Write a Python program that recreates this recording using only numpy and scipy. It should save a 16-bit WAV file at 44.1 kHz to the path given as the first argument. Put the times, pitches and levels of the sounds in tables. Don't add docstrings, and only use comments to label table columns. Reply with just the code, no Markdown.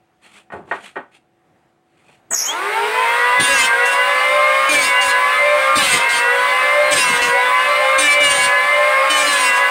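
import sys
import numpy as np
from scipy import signal
from scipy.fft import rfft, irfft, next_fast_len
from scipy.io import wavfile
from scipy.ndimage import uniform_filter1d, map_coordinates

SR = 44100
rng = np.random.default_rng(int(sys.argv[2]) if len(sys.argv) > 2 else 0)


def amplitude_ratio(level_db):
    exponent = np.asarray(level_db, float) / 20
    return 10 ** exponent


def wav_record(signal):
    frames = np.transpose(np.atleast_2d(signal))
    bounded = np.clip(frames, -1, 1)
    quanta = np.round(bounded * 32767).astype(np.int16)
    wavfile.write(sys.argv[1], SR, quanta)


N = 427769
TIME = np.arange(N) / SR

PULLEYS = 1.1185
FAN_VANES, ROTOR_SLOTS = 31, 12
ON_S, STEPS_HZ, GRIP_S = 2.305, 250, .03
CREEP_PCT, SLIP_LAG_S = .15, .035
START_SLIP_PCT, START_SLIP_S, START_SHAPE = 60, .105, 1.6
ATTACK_S, RELEASE_S, LINGER_S, SING_S = .008, .03, .029, .16
SHELL_DB, SHELL_GAP_DB, SHELL_GROWS = -23, -20, 2.8
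CHUTE_DB, CHUTE_GAP_DB, CHUTE_GROWS = -23, -16, 1.3
FADE_DB = 1.4
WIND_PATCHY_DB = 1.2

# knife_rate_hz, speed_gain_hz_per_s
MOTOR_TORQUE = [(0, 1904), (250, 1150), (400, 469), (480, 251), (540, 131), (580, 75), (620, 37)]
# start_s, length_s, drum_drag_hz_per_s, belt_slip_pct
BITES = [(3.4, .119, 190, .7), (3.526, .101, 532, 1.6), (3.852, .06, 86, .3), (4.691, .153, 435, 1.9),
         (4.838, .036, 182, 4.8), (5.011, .057, 352, 1.9), (5.756, .19, 566, 4.6), (5.942, .032, 193, 4.7),
         (6.09, .074, 267, 1.5), (6.909, .102, 539, 3.1), (7.006, .139, 288, 3.2), (7.216, .054, 176, 1.4),
         (7.983, .122, 241, .7), (8.204, .093, 298, .9), (8.297, .133, 156, 1.4), (9.099, .104, 175, .7),
         (9.198, .274, 251, 1.8), (9.461, .09, 103, 1.4)]
# chop_db, board_rumble_db
BITE_LEVELS = [(-22.5, -37), (-22.5, -38.5), (-33, -58), (-24.5, -35.5), (-28, -44), (-27.5, -47),
               (-22, -34), (-27.5, -44), (-28, -45), (-22.5, -34), (-26.5, -38), (-27, -40), (-25, -44),
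               (-25, -34.5), (-26, -41.5), (-26, -43), (-24.5, -38.5), (-30, -47)]
# knife_harmonic_3_db, knife_harmonic_4_db, knife_harmonic_5_db
BOARD_SINGING = [(-24.0, -26.9, -25.8), (-26.1, -24.5, -26.0), (-24.7, -31.3, -35.3), (-26.0, -22.8, -28.1),
                 (-27.7, -21.7, -24.9), (-24.6, -32.5, -31.0), (-41.1, -30.2, -30.4), (-37.2, -31.5, -30.3),
                 (-34.0, -32.1, -35.2), (-30.6, -27.5, -32.3), (-29.3, -28.5, -32.2), (-31.6, -29.2, -33.7),
                 (-25.1, -17.5, -23.0), (-23.7, -17.2, -24.7), (-23.3, -25.0, -31.7), (-23.8, -24.0, -18.6),
                 (-23.9, -29.5, -33.0), (-24.0, -31.1, -31.0)]
# order, level_db, change_in_wood_db
MOTOR_ORDERS = [(1, 1, -6), (2, 1, -4), (3, 0, -3), (4, 2, -6)]
# harmonic, change_in_wood_db
KNIFE_ORDERS = [(1, -3), (2, -2), (3, -12), (4, -2), (5, -3)]
# motor_order, drum_order, level_db
WEAK_LINES = [(0, 12, -40), (0, 14, -41), (0, 16, -45), (1.001, 1, -35.5), (1.993, -1, -39.5),
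              (1.97, 1, -35), (3, -1, -35), (3.036, 1, -45), (3.97, 1, -37.5), (5, 0, -40), (6, 0, -72),
              (7.1, 0, -37), (24, 0, -66)]
# centre_hz, width_hz, level_db
SHELL_MODES = [(417, 24, 3.5), (486, 8, -1.3), (538, 29, -4.7), (806, 46, 2.3), (932, 69, 2.0),
               (997, 33, 3.6), (1069, 32, 2.3), (1457, 26, 5.3), (1506, 14, -0.8), (1605, 0, -0.1),
               (1956, 45, 5.8), (2057, 93, 1.0), (2136, 39, 0.0)]
# centre_hz, width_hz, level_db
CHUTE_MODES = [(420, 29, 3.2), (548, 19, -6.0), (590, 8, 2.1), (896, 74, 0.8), (1035, 60, -0.9),
               (1147, 62, -0.8), (1449, 96, 0.9), (1669, 78, -9.5), (1733, 47, -2.4), (2101, 62, -4.0),
               (2372, 112, -10.8), (2590, 77, -1.2), (2748, 30, -6.3)]
# freq_hz, level_db
WIND_SPECTRUM = [(40, -87), (180, -27), (400, -17), (600, -8), (1000, -5.5), (2200, -2.5), (3000, -10.5),
                 (4000, -16), (6000, -28), (7000, -28.5), (8700, -18.5), (10500, -28), (13000, -34),
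                 (16000, -33)]
# freq_hz, level_db
CHOP_SPECTRUM = [(200, -7), (300, -4), (1000, -18), (2500, -1), (3400, -3.5), (4000, -5), (6090, -13.5),
                 (8950, -6), (10400, -20.5), (13000, -25), (16000, -27)]
# freq_hz, level_db
CHIP_SPECTRUM = [(500, -40), (2500, 4), (6000, -14.5), (8700, -16.5), (11000, -13), (16000, -44)]
# freq_hz, level_db
RUMBLE_SPECTRUM = [(30, -48), (70, -8), (120, 1.5), (300, 3.5), (600, 2.5), (1000, -57.5)]
# peak_s, level_db
THUMPS = [
    (2.325, -47),
    (3.417, -29),
    (4.759, -34),
    (5.777, -31),
    (6.949, -28),
    (9.239, -41),
]
# time_s, pitch_hz, level_db
SQUEAL = [
    (2.3, 8550, -73),
    (2.31, 8260, -21),
    (2.35, 6500, -21),
    (2.37, 5710, -19),
    (2.42, 5710, -20),
    (2.45, 6060, -22),
    (2.485, 6720, -25.5),
    (2.52, 6970, -37),
    (2.6, 7400, -77),
]
# centre_hz, width_hz, level_db
COVER_MODES = [(5740, 280, -3.5), (6710, 308, 5), (7840, 290, 4.5), (10500, 2400, -7)]
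# start_s, peak_db, t60_s, knock_centre_hz
KNOCKS = [(.252, -46, .25, 3200), (0.502, -26, 0.081, 1180), (.521, -20, 0.18, 1170),
          (.535, -18, 0.21, 600), (.555, -22, 0.13, 500), (.585, -25.5, 0.41, 452), (.676, -32, 0.3, 600),
          (.712, -8, 0.18, 1390), (.745, -31, .2, 1300), (0.957, -17.5, 0.15, 1240),
          (.965, -16.5, 0.17, 1150), (.985, -36, 0.21, 1100), (2.09, -37, 0.18, 600),
          (2.312, -16.5, 0.16, 1280), (2.33, -18.5, 0.092, 2000)]
# freq_hz, level_db, t60_s
BOARD_MODES = [(570, -18.5, 0.23), (685, -1, 0.18), (840, -6.5, 0.4), (1490, 3, 0.23), (1580, -3.5, 0.85),
               (1820, -16, 0.25), (1860, 10, 0.12), (2160, -4, 0.18), (2390, -1.5, 0.12), (3413, -22, 0.35)]
# freq_hz, level_db
CLATTER_SPECTRUM = [(47, -51), (80, -10), (310, -10.5), (667, -9.5), (922, -6.5), (1470, -9.5), (3430, -18),
                    (5030, -34), (10000, -51), (13000, -71), (22000, -120)]
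# peak_s, level_db, rise_s_per_20db, fall_s_per_20db
STROKES = [(.25, -54.5, .045, .13), (.384, -51, .17, .055), (.524, -54, .012, .11), (.72, -52, .07, .3),
           (.863, -45, .09, .065), (.958, -59, .02, .12), (1.15, -55, .045, .05), (1.98, -65, .05, .2),
           (2.14, -61.5, .4, .1)]
# freq_hz, level_db
GRIT_SPECTRUM = [(120, -40), (200, 1), (268, -17), (482, -10.5), (1370, -7.5), (1530, -10), (2420, -3),
                 (5420, -23.5), (8740, -16), (16000, -48)]
# centre_hz, width_hz, level_db
EDGE_MODES = [(2540, 97, -7), (3400, 180, -3), (4300, 250, -3)]
# freq_hz, level_db
AIR_SPECTRUM = [(18, -59), (30, -25), (145, -5), (161, -8), (684, -12), (740, -6.5), (962, -16.5),
                (1860, -18.5), (5310, -35), (8520, -35.5), (16000, -49)]
# freq_hz, level_db
FAR_HUM = [(339.1, -69), (737.5, -69.5)]


def planer():
    knife_hz, slip_pct = spin()
    motor_hz = knife_hz / PULLEYS * (1 + slip_pct / 100)
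    drum_turns = np.cumsum(knife_hz / 2) / SR
    motor_turns = np.cumsum(motor_hz) / SR
    speed_db = 20 * np.log10(knife_hz / 570)
    chop_db, rumble_db = np.transpose(BITE_LEVELS)
    bite = in_wood(chop_db, RELEASE_S, LINGER_S)

    lines = orders(knife_hz, motor_hz, drum_turns, motor_turns, speed_db)
    lines += weak_lines(knife_hz, motor_hz, drum_turns, motor_turns, speed_db)
    lines += amplitude_ratio(-10) * shop(lines, t60_s=.25)
    running = lines + whistle(motor_turns, speed_db, bite) + wind(motor_turns, speed_db, bite)

    chatter_db = 1.7 * wobble(45)
    cut = amplitude_ratio(1.5 + chatter_db) * bite * cutting(drum_turns, slip_pct)
    return (TIME > ON_S) * running + cut + rumble(rumble_db)


def spin():
    t = np.arange(ON_S, N / SR + .01, 1 / STEPS_HZ)
    held = np.array([np.clip(np.minimum(t - s, s + length - t) / GRIP_S + .5, 0, 1)
                     for s, length, *_ in BITES])
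    drag, load_slip_pct = np.transpose(BITES)[2:] @ held
    torque_at_hz, gain = np.transpose(MOTOR_TORQUE)
    hz = [20]
    for brake in drag[:-1]:
        hz.append(hz[-1] + (np.interp(hz[-1], torque_at_hz, gain) - brake) / STEPS_HZ)
    step = 1 / (STEPS_HZ * SLIP_LAG_S)
    slip_pct = CREEP_PCT + signal.lfilter([step], [1, step - 1], load_slip_pct)
    slip_pct += START_SLIP_PCT * np.exp(-((t - ON_S) / START_SLIP_S) ** START_SHAPE)
    return np.interp(TIME, t, hz), np.interp(TIME, t, slip_pct)


def in_wood(levels_db, release_s, linger_s):
    t, gain = TIME[::64], 0
    for (s, length, *_), db in zip(BITES, levels_db):
        attack = np.clip((t - s) / ATTACK_S + .5, 0, 1)
        release = np.exp(np.minimum(s + length + linger_s - t, 0) / release_s)
        gain = np.maximum(gain, amplitude_ratio(db) * attack * release)
    return np.interp(TIME, t, gain)


def housing_db(hz, modes, gap_db):
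    grid_hz = np.arange(4000.)
    power = amplitude_ratio(gap_db) ** 2
    for c, w, db in modes:
        power = power + amplitude_ratio(db) ** 2 / (1 + (2 * (grid_hz - c) / max(w, 6)) ** 2)
    return np.interp(hz, grid_hz, 10 * np.log10(power))


def orders(knife_hz, motor_hz, drum_turns, motor_turns, speed_db):
    load = in_wood(np.zeros(len(BITES)), RELEASE_S, LINGER_S)
    lines = np.zeros(N)
    for k, db, wood_db in MOTOR_ORDERS:
        level_db = SHELL_DB + db + wood_db * load + SHELL_GROWS * speed_db
        level_db += FADE_DB / 2 * wobble(5) + housing_db(k * motor_hz, SHELL_MODES, SHELL_GAP_DB)
        lines += tone(k * motor_turns, level_db, shake_db=2.36)
    singing = [0, 0] + [in_wood(db + .5, SING_S, 0) for db in np.transpose(BOARD_SINGING)]
    for (k, wood_db), sing in zip(KNIFE_ORDERS, singing):
        free_db = CHUTE_DB + wood_db * load + CHUTE_GROWS * speed_db
        free_db += housing_db(k * knife_hz, CHUTE_MODES, CHUTE_GAP_DB)
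        free = amplitude_ratio(free_db) * np.clip(knife_hz / 360, 0, 1) ** 4
        lines += (free + sing) * tone(2 * k * drum_turns, FADE_DB * wobble(5), shake_db=4.0)
    return lines


def weak_lines(knife_hz, motor_hz, drum_turns, motor_turns, speed_db):
    lines = np.zeros(N)
    for m, d, db in WEAK_LINES:
        m, d = round(m), round(d)
        chute_db = housing_db(m * motor_hz + d * knife_hz / 2, CHUTE_MODES, CHUTE_GAP_DB)
        level_db = db + 1 + .47 * chute_db + 2.6 * speed_db + 1.3 * wobble(5)
        lines += tone(m * motor_turns + d * drum_turns, level_db, shake_db=6.5)
    return lines


def whistle(motor_turns, speed_db, bite):
    vanes = tone(FAN_VANES * motor_turns, -53 - 100 * bite, shake_db=3)
    slot_hz = ROTOR_SLOTS * np.gradient(motor_turns) * SR
    tuned = 1 / (1 + ((slot_hz - 3250) / 330) ** 2)
    slot_db = -62 + 34 * tuned - .8 * speed_db * (1 - tuned)
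    return vanes + tone(ROTOR_SLOTS * motor_turns, slot_db, shake_db=4)


def wind(motor_turns, speed_db, bite):
    gust = 1 + .081 * np.sin(2 * np.pi * motor_turns)
    level_db = -20.5 + 1.5 * speed_db + .097 * wobble(7.3) - 9.7 * bite
    return amplitude_ratio(level_db) * gust * noise(WIND_SPECTRUM, WIND_PATCHY_DB)


def chopping(drum_turns, slip_pct):
    count = np.arange(1, int(2 * drum_turns[-1]) - 2)
    luck = rng.standard_normal((len(count), 2))
    turn = count / 2 + .012 * (count % 2)
    turn = turn + .0007 * (1 + np.interp(count / 2, drum_turns, slip_pct) / 2) * luck[:, 0]
    turn = turn + .004 * np.interp(count / 2, drum_turns, wobble(90))
    at = SR * np.interp(turn, drum_turns, TIME)
    size = (1 + .3 * (-1.) ** count) * amplitude_ratio(.5 * luck[:, 1])
    taps = np.floor(at)[:, None] + np.arange(-7, 9)
    offset = taps - at[:, None]
    shape = np.sinc(offset) * np.cos(np.pi * offset / 16) ** 2
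    return np.bincount(taps.astype(int).ravel(), (size[:, None] * shape).ravel(), N + 9)[:N]


def cutting(drum_turns, slip_pct):
    chop = coloured(chopping(drum_turns, slip_pct), CHOP_SPECTRUM)
    chop = unit(patchy(chop + amplitude_ratio(-1.5) * shop(chop, t60_s=.06), 3.5))
    per_knife = 1 + .61 * np.sin(4 * np.pi * drum_turns)
    spray = per_knife * noise(CHIP_SPECTRUM, WIND_PATCHY_DB)
    return amplitude_ratio(3.5) * chop + amplitude_ratio(-14 + 2.5 * slip_pct) * spray


def rumble(rumble_db):
    shake = in_wood(rumble_db, RELEASE_S, LINGER_S)
    for s, db in THUMPS:
        shake = shake + amplitude_ratio(peak_db(s, db, rise_s=.048, fall_s=.047))
    return shake * amplitude_ratio(2.2 * wobble(30)) * noise(RUMBLE_SPECTRUM, 5.5)


def squeal():
    time_s, pitch_hz, level_db = np.transpose(SQUEAL)
    hz = np.interp(TIME, time_s, pitch_hz)
    level_db = np.interp(TIME, time_s, level_db) + 2.9 * wobble(220)
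    turns = np.cumsum(hz * (1 + .13 * np.tanh(wobble(1800)))) / SR
    rub = amplitude_ratio(level_db) * (np.sin(2 * np.pi * turns) + amplitude_ratio(-8.5) * np.sin(4 * np.pi * turns))

    def cover(f):
        return abs(sum(amplitude_ratio(db) * f * w / (c * c - f * f + 1j * f * w) for c, w, db in COVER_MODES))
    return amplitude_ratio(5) * filtered(rub * (TIME > time_s[0]), cover)


def board():
    return knocks() + sliding()


def knocks():
    out, t = np.zeros(N + SR), np.arange(SR // 2) / SR
    clatter = noise(CLATTER_SPECTRUM, .5)
    onset = 1 - np.exp(-t / .00038)
    for s, db, t60_s, knock_hz in KNOCKS:
        at = round(s * SR)
        ring = sum(amplitude_ratio(g + rng.normal(0, 1) - 60 * t / min(d, t60_s)) * np.sin(2 * np.pi * f * t)
                   for f, g, d in BOARD_MODES)
        burst = (amplitude_ratio(-8.5) * ring + clatter[at:at + len(t)] * amplitude_ratio(-60 * t / t60_s)) * onset
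        band = signal.butter(2, [knock_hz / 5, knock_hz * 1.39], "band", fs=SR)
        out[at:at + len(t)] += amplitude_ratio(db - 8.5) * signal.lfilter(*band, burst)
    return out[:N]


def sliding():
    level_db = np.max([peak_db(*stroke) for stroke in STROKES], axis=0) + 8
    press = np.clip(amplitude_ratio(level_db) - amplitude_ratio(-70), 0, 1)

    def edge(f):
        return 1 + sum(amplitude_ratio(db) / (1 + (2 * (f - c) / w) ** 2) for c, w, db in EDGE_MODES)
    return press * amplitude_ratio(2.5 * wobble(150)) * unit(filtered(noise(GRIT_SPECTRUM, 1.5), edge))


def shop(x, t60_s):
    t = np.arange(SR // 3) / SR
    tail = rng.standard_normal(len(t)) * amplitude_ratio(-60 * t / t60_s) * (t > .001)
    return signal.fftconvolve(x, tail / np.linalg.norm(tail))[:N]


def yard():
    hum = sum(tone(hz * TIME, db, shake_db=1.0) for hz, db in FAR_HUM)
    return amplitude_ratio(-60 + 1.2 * wobble(3.8)) * noise(AIR_SPECTRUM, 1.5) + hum


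def tone(turns, level_db, shake_db):
    phase = turns + rng.random() + .05 * wobble(40)
    return np.sqrt(2) * amplitude_ratio(level_db + shake_db * wobble(20)) * np.sin(2 * np.pi * phase)


def noise(points, patchy_db):
    return unit(patchy(coloured(rng.standard_normal(N), points), patchy_db))


def patchy(x, patchy_db):
    z = signal.stft(x, nperseg=512)[2]
    field = uniform_filter1d(uniform_filter1d(rng.standard_normal(z.shape), 4, 0), 12, 1)
    return signal.istft(z * amplitude_ratio(patchy_db * unit(field)), nperseg=512)[1][:N]


def coloured(x, points):
    f, db = np.transpose(points)
    return filtered(x, lambda hz: amplitude_ratio(np.interp(np.log(hz + 1), np.log(f), db)))


def filtered(x, response):
    m = next_fast_len(N + 8192)
    return irfft(rfft(x, m) * response(np.fft.rfftfreq(m, 1 / SR)), m)[:N]


def wobble(rate_hz):
    knots = rng.standard_normal(int(N * rate_hz / SR) + 4)
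    return map_coordinates(knots, [TIME * rate_hz], order=2)


def peak_db(s, db, rise_s, fall_s):
    return db - 20 * np.maximum((s - TIME) / rise_s, (TIME - s) / fall_s)


def unit(x):
    return x / np.sqrt(np.mean(x ** 2) + 1e-20)


def levelled(x):
    knee_db, squeeze, follow_s = -15.5, .4, .06
    power = np.abs(uniform_filter1d(x ** 2, round(follow_s * SR)))
    level_db = 10 * np.log10(power + 1e-12)
    return x * amplitude_ratio(-squeeze * np.maximum(level_db - knee_db, 0))


def scene():
    near = squeal() + board()
    return (planer() + near + amplitude_ratio(-11.5) * shop(near, t60_s=.27) + yard())[None]


def low_pass(x):
    return signal.sosfilt(signal.butter(12, 17020, fs=SR, output="sos"), x)


def record(dry):
    x = levelled(dry[0])
    x = x / (1 + np.abs(x / .95) ** 4) ** .25
    x = filtered(x, lambda hz: (hz < 15760) / np.sqrt(1 + (50 / (hz + 1)) ** 6))
    return low_pass(x[None])


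dry = scene()
out = record(dry)
wav_record(out)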